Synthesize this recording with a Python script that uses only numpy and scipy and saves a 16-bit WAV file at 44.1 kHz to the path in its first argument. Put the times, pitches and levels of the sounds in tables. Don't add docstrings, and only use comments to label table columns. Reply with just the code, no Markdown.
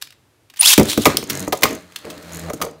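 import sys
import numpy as np
from scipy import signal
from scipy.fft import rfft, irfft
from scipy.io import wavfile
from scipy.ndimage import uniform_filter1d

SR = 44100
rng = np.random.default_rng(int(sys.argv[2]) if len(sys.argv) > 2 else 0)


def field_ratio(decibels):
    return 10 ** (np.asarray(decibels, dtype=float) / 20)


def int16_out(signal):
    q = np.round(np.clip(np.atleast_2d(signal).T, -1, 1) * 32767)
    wavfile.write(sys.argv[1], SR, q.astype(np.int16))


N = 123479

# f/Hz, density/dB
AIR_SPECTRUM = [(15, -61.5), (25, -19.5), (123, -1), (170, -14.5), (293, -9), (531, -16), (12500, -32.5),
                (16000, -40)]
AIR_DB = -59

# t/s, level/dB, pitch f/Hz, contact/s
CLICKS = [(0.012, -19, 3600, 0.014), (0.0226, -2, 3600, 0.0018), (0.0719, -22, 1990, 0.0023),
          (0.105, -23, 3040, 0.0023), (0.123, -27.5, 2090, 0.0037), (0.4986, -25.5, 3120, 0.0046),
          (0.537, -25, 2030, 0.0044), (0.5592, -26, 3300, 0.0062), (0.5684, -18, 3130, 0.0073),
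          (0.5878, -18, 2530, 0.012), (0.609, 2.5, 4000, 0.0046), (0.6213, 3, 3480, 0.0018),
          (0.629, 6.5, 3960, 0.0039), (0.7305, 9, 3360, 0.0062), (0.8968, 0, 4160, 0.0026),
          (0.903, -3, 3740, 0.004), (0.9165, -8, 3800, 0.0032), (0.931, 0, 3030, 0.0022),
          (1.17, 13, 5280, 0.0016), (1.2133, -28, 3930, 0.002), (1.921, -26, 2600, 0.003),
          (1.9591, -6.5, 3290, 0.0038), (2.052, -17.5, 3260, 0.0015), (2.0997, -14, 3600, 0.0067),
          (2.178, -21, 3950, 0.0021), (2.224, -25, 4280, 0.0045), (2.4663, -35, 4240, 0.0027)]
CLICK_RING_DB, CLICK_WIDTH_HZ = -0.5, 2300

# f/Hz, T60/s
ROOM_T60 = [(150, 0.18), (4000, 0.33), (12000, 0.17)]
ROOM_DB = -12.5

# t/s, f/Hz, level/dB
SQUEAK = [
    (.592, 8650, -26),
    (.597, 8780, -12.5),
    (.600, 8690, -12),
    (.602, 9250, -2.5),
    (.605, 9640, -15),
    (.609, 9810, -3.5),
    (.613, 10000, 7),
    (.616, 10200, -49.5),
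]

# t/s, rasp level/dB, gear teeth f/Hz
PULL = [
    (.606, -46.5, 1406),
    (.622, -28.5, 1850),
    (.655, -11.5, 3180),
    (.672, -10, 3664),
    (.69, -8.5, 5610),
    (.725, -10, 6200),
    (.738, -6, 6150),
    (.748, -42, 6070),
    (.80, -59, 5070),
]
# t/s, level/dB
RUNOUT = [
    (.84, -47),
    (.90, -21),
    (.935, -27.5),
    (.97, -40.5),
    (1.04, -28),
]
# f/Hz, density/dB
RASP_SPECTRUM = [(290, -82), (500, -30.5), (960, -10.5), (1440, -19), (3590, -4), (10400, -4.5),
                 (16000, -12.5)]
# t/s, f/Hz
HOUSING = [
    (.686, 4130),
    (.708, 2550),
    (.714, 3240),
    (.76, 3540),
]
GEAR_DB, GEAR_WIDTH_HZ, GEAR_OFF_S = -3.5, 170, 0.692
PINION_DB, PINION_RATIO, PINION_OFF_S = -5, 0.41, 0.648
COG_BLUR_HZ, CLUMP_DB, HOUSING_DB = 2860, 2, -7
RUNOUT_HZ, RUNOUT_RING_DB = 3600, -1

# t/s, crack level/dB, wall level/dB, drum level/dB, liveliest wall mode f/Hz
BLOWS = [(0.7771, 1.5, -6.5, 5, 565), (0.7951, -6.5, -6, -2, 554), (0.809, -21, -9, -7, 530),
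         (0.9741, -10.5, -11, -4.5, 477), (1.0542, 2.5, 2, -16, 2320), (1.058, -15, 1, -20, 1070),
         (1.066, -5.5, -5, -4, 560), (1.142, -37, -21, -18, 423), (1.1785, -34, -18.5, -23, 435),
         (1.226, -25, -24.5, -23, 505), (1.297, -8.5, -43, -27, 2600), (1.3017, -10.5, -53, -21, 2580),
         (1.4743, -28.5, -15.5, -17, 520), (1.523, -11.5, -7.5, -18.5, 670), (1.5279, -11, -11, -38, 980),
         (1.621, -13, -14.5, -24, 630), (1.6322, 4.5, 2, -10.5, 2080), (1.6531, -15, -6.5, -37, 1200),
         (2.045, -53, -26.5, -58, 456), (2.065, -52.5, -25, -56, 485), (2.483, -53, -26, -39, 506),
         (2.493, -48, -26.5, -36, 590), (2.5, -26, -17, -35, 590), (2.531, -36, -29, -37, 1500),
         (2.5325, -25, -23, -18.5, 440), (2.601, -37, -25.5, -25, 586), (2.6141, -13, -11.5, -51, 1340),
         (2.62, -13, -13.5, -32, 1100), (2.631, -37, -16.5, -34, 467), (2.642, -30, -18.5, -40, 535),
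         (2.664, -52, -21.5, -48, 440), (2.685, -54, -27.5, -47, 443)]
# f/Hz, level/dB
DRUM_MODES = [(80, -17), (105, -10), (142, -4), (190, -2.5), (230, 2), (290, 5.5), (330, 4.5), (380, 2.5)]
# f/Hz, level/dB
WALL_MODES = [(440, 0), (510, -0.5), (580, 1.5), (650, -10.5), (750, -1.5), (860, -1.5), (1000, 1.5),
              (1115, 6), (1240, 5.5), (1550, -5.5), (1760, -3), (2090, 6), (2280, 6), (2650, -16.5)]
# f/Hz, density/dB
CRACK_SPECTRUM = [(600, -25), (1500, -4.5), (3000, -4.5), (5800, -5.5), (9000, -10.5), (16000, -8)]
CONTACT_S, RATTLE_DB, RATTLE_T60_S = 0.0046, -23.5, 0.018
FOCUS_DB, FOCUS_OCTAVES, DULL_DB_PER_OCTAVE = 7.5, 0.28, 5.5
DRUM_T60_S, DRUM_LAG_CYCLES, DRUM_T60_PER_DB = 0.16, 0.4, 0.031
WALL_T60_S, WALL_LAG_CYCLES, WALL_T60_PER_DB = 0.09, 2.27, 0.34
CLUSTER_SPREAD, HIGH_DIES_FASTER, IN_STEP = 0.05, 0.6, 0.4
CYCLES_TO_RISE, QUICK_CYCLES, LINGERS = 0.62, 2.6, 0.3

# t/s, level/dB
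TICKS = [(.831, -4), (.8542, -8.5), (1.0187, -9), (1.047, -4), (1.2386, -14.5), (1.273, -21), (1.293, -17),
         (1.331, -10), (1.352, -7), (1.373, -8), (1.3939, -7), (1.403, -8), (1.4252, -12.5), (1.448, -20),
         (1.47, -23), (1.807, -36), (1.823, -33), (1.9865, -24), (2.3218, -20), (2.333, -15), (2.3458, -12),
         (2.357, -17), (2.37, -14), (2.394, -12.5), (2.417, -24), (2.499, -18.5), (2.5346, -12),
         (2.575, -28), (2.6234, -6), (2.632, -15), (2.6503, -13), (2.672, -30), (2.711, -29.5)]
# t/s, level/dB
GRAZES = [
    (1.479, -15),
    (1.551, -21),
    (1.5722, -17.5),
    (1.588, -28),
    (1.608, -23),
    (1.687, -19),
    (1.706, -17.5),
    (1.728, -19),
    (1.749, -18),
    (2.541, -21),
]
TICK_S, GRAZE_S, TICK_HZ, TICK_RING_DB = 0.0017, 0.0035, 6690, 5

# t/s, roll level/dB, scrape level/dB, wobble level/dB
ROLL = [(.85, -25.5, -35, -52), (.96, -38.5, -56, -67), (1.10, -37, -29.5, -43), (1.26, -41.5, -52, -60),
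        (1.32, -32.5, -35, -35.5), (1.44, -30, -38, -36.5), (1.51, -51, -59, -61),
        (1.72, -23.5, -41.5, -46), (1.86, -54, -56, -53), (2.03, -52.5, -49.5, -67.5),
        (2.07, -34.5, -46, -50), (2.22, -42, -48, -48), (2.36, -40, -40.5, -36.5), (2.50, -35, -44.5, -37),
        (2.522, -57, -66, -67), (2.57, -46, -48.5, -49), (2.66, -35.5, -66.5, -48.5),
        (2.8, -53.5, -62, -57)]
# t/s, wall level/dB
WALL_SHARE = [
    (.85, -6),
    (1.5, -3),
    (1.7, -5),
    (2.05, -1),
    (2.35, -1),
    (2.48, 2.5),
]
# f/Hz, density/dB
SCRAPE_SPECTRUM = [(410, -52), (700, -8), (1580, -2.5), (4380, -15), (6830, -14.5), (16000, -23.5)]
# f/Hz, level/dB
TIP_MODES = [(2200, -25), (4150, -10)]
TIP_WIDTH_HZ, SCRAPE_FLOOR = 400, 0.9
SPIN_HZ, SPIN_LOSS_HZ_PER_S = 108.4, 10.5
UNEVEN_DB, ROLL_NOISE = 2.5, 1.2
CHATTER_DB, CHATTER_SPREAD_DB = -29, 3.5
LIMP_DB, LIMP_END_S, WOBBLE_SECOND_DB, WAVER_DB = 4.5, 1.4, 4, 2

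MIC_LOW_HZ, EDGE_HZ, CEILING = 59, 15800, 0.99


def evened(x):
    return x / np.sqrt(np.mean(x ** 2) + 1e-20)


def curve(rows, col=1):
    rows = np.array(rows)
    return np.interp(np.arange(N) / SR, rows[:, 0], rows[:, col])


def during(rows):
    t = np.arange(N) / SR
    gate = 1. * (t > rows[0][0]) * (t < rows[-1][0] + .001)
    return uniform_filter1d(gate, size=200)


def coloured(x, points):
    f, db = np.transpose(points)
    bins_hz = np.fft.rfftfreq(len(x), 1 / SR)
    gain = field_ratio(np.interp(np.log(bins_hz + 1), np.log(f + 1), db))
    return irfft(rfft(x) * evened(gain), len(x))


def add(mix, start_s, sound):
    part = mix[round(start_s * SR):][:len(sound)]
    part += sound[:len(part)]


def resonate(x, hz, width_hz):
    turn = np.exp(2j * np.pi * np.cumsum(hz * np.ones(len(x))) / SR)
    r = np.exp(-np.pi * width_hz / SR)
    return 2 * (turn * signal.lfilter([1 - r], [1, -r], x / turn + 1e-18)).real


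def resonate_twice(x, hz, width_hz):
    return resonate(resonate(x, hz, width_hz), hz, width_hz)


def burst(contact_s, size=6000):
    t = np.arange(size) / SR / max(contact_s, 1e-4)
    return rng.standard_normal(size) * np.exp(-t) * (1 - np.exp(-4 * t)) ** 2


def air():
    return field_ratio(AIR_DB) * coloured(rng.standard_normal(N), AIR_SPECTRUM)


def clicks():
    out = np.zeros(N)
    for s, db, hz, contact_s in CLICKS:
        spectrum = [(hz / 12, -30), (hz / 3, -7), (hz, 0), (16000, -3.5 * np.log2(16000 / hz))]
        puff = coloured(burst(contact_s, size=2000), spectrum)
        hollow = field_ratio(CLICK_RING_DB) * resonate(puff, hz, CLICK_WIDTH_HZ)
        add(out, s, field_ratio(db - 12.5) * (puff + hollow))
    return out


def room(x, count=3):
    hz, t, z = signal.stft(rng.standard_normal((count, SR // 2)), SR, nperseg=256)
    f, t60 = np.transpose(ROOM_T60)
    t60_s = np.interp(np.log(hz + 1), np.log(f), t60)[:, None]
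    tail = signal.istft(z * field_ratio(-60 * t / t60_s), SR, nperseg=256)[1]
    tail = tail * np.minimum(np.arange(tail.shape[1]) / 300, 1)
    cycle = np.arange(N) / 500 + np.arange(count)[:, None] / count
    share = np.cos(2 * np.pi * cycle) * np.sqrt(2 / count)
    echoes = signal.fftconvolve(x * abs(share), tail / np.linalg.norm(tail[0]), axes=1)
    return echoes[:, :N].sum(axis=0)


def squeak():
    tone = np.sin(2 * np.pi * np.cumsum(curve(SQUEAK)) / SR)
    return field_ratio(curve(SQUEAK, col=2)) * tone * during(SQUEAK)


def launcher():
    t = np.arange(N) / SR
    noise = rng.standard_normal((4, N))
    clumps = field_ratio(CLUMP_DB * evened(uniform_filter1d(noise[0], size=120)))
    teeth_hz = curve(PULL, col=2)

    jolts = np.cos(2 * np.pi * np.cumsum(teeth_hz) / SR / 10)
    cogs = 1 + np.exp(-(teeth_hz / COG_BLUR_HZ) ** 2) * jolts
    rasp = evened(coloured(noise[1] * (.5 + cogs ** 2), RASP_SPECTRUM) * clumps)

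    whine = np.zeros(N)
    for hz, db, off_s in [(teeth_hz, GEAR_DB, GEAR_OFF_S),
                          (PINION_RATIO * teeth_hz, PINION_DB, PINION_OFF_S),
                          (1.55 * teeth_hz, -10, .685)]:
        engaged = np.clip((off_s - t) / 0.017, .15, 1)
        whine += field_ratio(db) * evened(resonate_twice(noise[2], hz, GEAR_WIDTH_HZ)) * engaged * clumps

    housing = evened(resonate(noise[3], curve(HOUSING), 350))
    housing = field_ratio(HOUSING_DB) * during(HOUSING) * housing
    loose = evened(resonate(noise[3] * clumps, RUNOUT_HZ, 880))
    pull = field_ratio(curve(PULL)) * during(PULL) * (rasp + whine + housing)
    runout = field_ratio(curve(RUNOUT)) * during(RUNOUT) * (rasp + field_ratio(RUNOUT_RING_DB) * loose)
    return pull + runout


def ring(modes, t60_s, lag_cycles, spread_db=2, count=4):
    t = np.arange(9000) / SR
    chance = rng.uniform(-1.18, 1, (len(modes) * count, 3))
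    level_chance, pitch_chance, phase_chance = chance.T[:, :, None]
    hz, db = np.repeat(modes, count, axis=0).T[:, :, None]
    t = np.maximum(t - lag_cycles / hz, 0)
    decay_db = 60 * t / t60_s * (hz / np.median(hz)) ** HIGH_DIES_FASTER
    fall = field_ratio(db + spread_db * level_chance - decay_db)
    fall = fall * (LINGERS + (1 - LINGERS) * np.exp(-t * hz / QUICK_CYCLES))
    rise = 1 - np.exp(-t * hz / CYCLES_TO_RISE)
    phase = 2 * np.pi * hz * (1 + CLUSTER_SPREAD * pitch_chance) * t + np.pi * IN_STEP * phase_chance
    x = (fall * rise * np.sin(phase)).sum(axis=0)
    return x / abs(x).max()


def blows():
    out, t = np.zeros(N), np.arange(6000) / SR
    wall_hz, wall_db = np.transpose(WALL_MODES)
    for s, crack_db, knock_db, drum_db, focus_hz in BLOWS:
        rattle = field_ratio(RATTLE_DB - 60 * t / RATTLE_T60_S) * rng.standard_normal(len(t))
        rattle = rattle * (1 - np.exp(-t / 0.00085))
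        add(out, s, field_ratio(crack_db) * coloured(burst(CONTACT_S) + rattle, CRACK_SPECTRUM))

        octaves = np.log2(wall_hz / focus_hz)
        lively_db = wall_db + FOCUS_DB * np.exp(-(octaves / FOCUS_OCTAVES) ** 2)
        lively_db = lively_db - DULL_DB_PER_OCTAVE * octaves.clip(0)
        wall_t60_s = WALL_T60_S * field_ratio(WALL_T60_PER_DB * knock_db)
        knock = ring(np.transpose([wall_hz, lively_db]), wall_t60_s, WALL_LAG_CYCLES)
        add(out, s, field_ratio(knock_db) * knock)

        drum_t60_s = DRUM_T60_S * field_ratio(DRUM_T60_PER_DB * drum_db)
        add(out, s + 0.0022, field_ratio(drum_db) * ring(DRUM_MODES, drum_t60_s, DRUM_LAG_CYCLES))
    return out


def tick(contact_s=TICK_S):
    spectrum = [(3000, -28), (6300, 1), (11000, -3), (16000, -8)]
    puff = coloured(burst(contact_s, size=2000), spectrum)
    return puff + field_ratio(TICK_RING_DB) * resonate(puff, TICK_HZ, 580)


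def rim_touches():
    out = np.zeros(N)
    for s, db in TICKS:
        add(out, s, field_ratio(db - 10) * tick())
    for s, db in GRAZES:
        add(out, s, field_ratio(db - 8.5) * tick(GRAZE_S))
    return out


def rolling():
    t = np.arange(N) / SR
    turns = np.cumsum(SPIN_HZ - SPIN_LOSS_HZ_PER_S * t) / SR
    turn_number = turns.astype(int)
    strength = field_ratio(UNEVEN_DB * np.clip(rng.standard_normal((2, 400)), -2, 1.5))[:, turn_number]
    nudges = strength[0] * (np.diff(np.floor(turns), prepend=0) > 0)

    drive = evened(nudges) + ROLL_NOISE * rng.standard_normal(N)
    floor = sum(field_ratio(db) * resonate_twice(drive, hz, 61.6) for hz, db in DRUM_MODES)
    wall = sum(field_ratio(db - 17.5 * np.log2(hz / 500)) * resonate_twice(drive, hz, 99) for hz, db in WALL_MODES)
    bowl = evened(floor) + field_ratio(curve(WALL_SHARE)) * evened(wall)

    throb = SCRAPE_FLOOR + strength[1] * np.exp(-(turns % 1) / 0.26)
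    scrape = evened(coloured(throb * rng.standard_normal(N), SCRAPE_SPECTRUM))
    scrape = scrape + sum(field_ratio(db) * evened(resonate(scrape, hz, TIP_WIDTH_HZ)) for hz, db in TIP_MODES)

    touches = (nudges > 0) * field_ratio(CHATTER_SPREAD_DB * rng.exponential(1, N).clip(0, 3))
    chatter = sum(signal.oaconvolve(touches * (turn_number % 2 == k), tick())[:N] for k in (0, 1))
    scrape = scrape + field_ratio(CHATTER_DB) * chatter * 10

    limp = field_ratio(LIMP_DB) * np.sin(3 * np.pi * turns)
    second = field_ratio(WOBBLE_SECOND_DB) * np.sin(4 * np.pi * turns + 0.2)
    wobble = np.sin(2 * np.pi * turns) + np.where(np.arange(N) < LIMP_END_S * SR, limp, second)
    waver = uniform_filter1d(uniform_filter1d(rng.standard_normal(N), size=900), size=900)
    wobble = wobble * field_ratio(WAVER_DB * evened(waver))

    parts = field_ratio(curve(ROLL)) * bowl
    parts = parts + field_ratio(curve(ROLL, col=2)) * scrape
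    parts = parts + field_ratio(curve(ROLL, col=3)) * wobble
    return parts * (np.arange(N) > ROLL[0][0] * SR)


def scene():
    near = clicks() + launcher() + blows() + rim_touches() + rolling()
    slip = squeak()
    return (near + field_ratio(ROOM_DB) * room(near + 0.23 * slip) + slip + air())[None]


def band_limit(x):
    return signal.sosfilt(signal.butter(12, 16400, fs=SR, output="sos"), x)


def record(dry):
    high_pass = signal.butter(3, MIC_LOW_HZ, "high", fs=SR, output="sos")
    thin = signal.sosfilt(high_pass, dry)
    thin = signal.oaconvolve(thin, signal.firwin(255, EDGE_HZ, fs=SR)[None], "same")
    return band_limit(np.clip(thin, -CEILING, CEILING))


dry = scene()
out = record(dry)
int16_out(out)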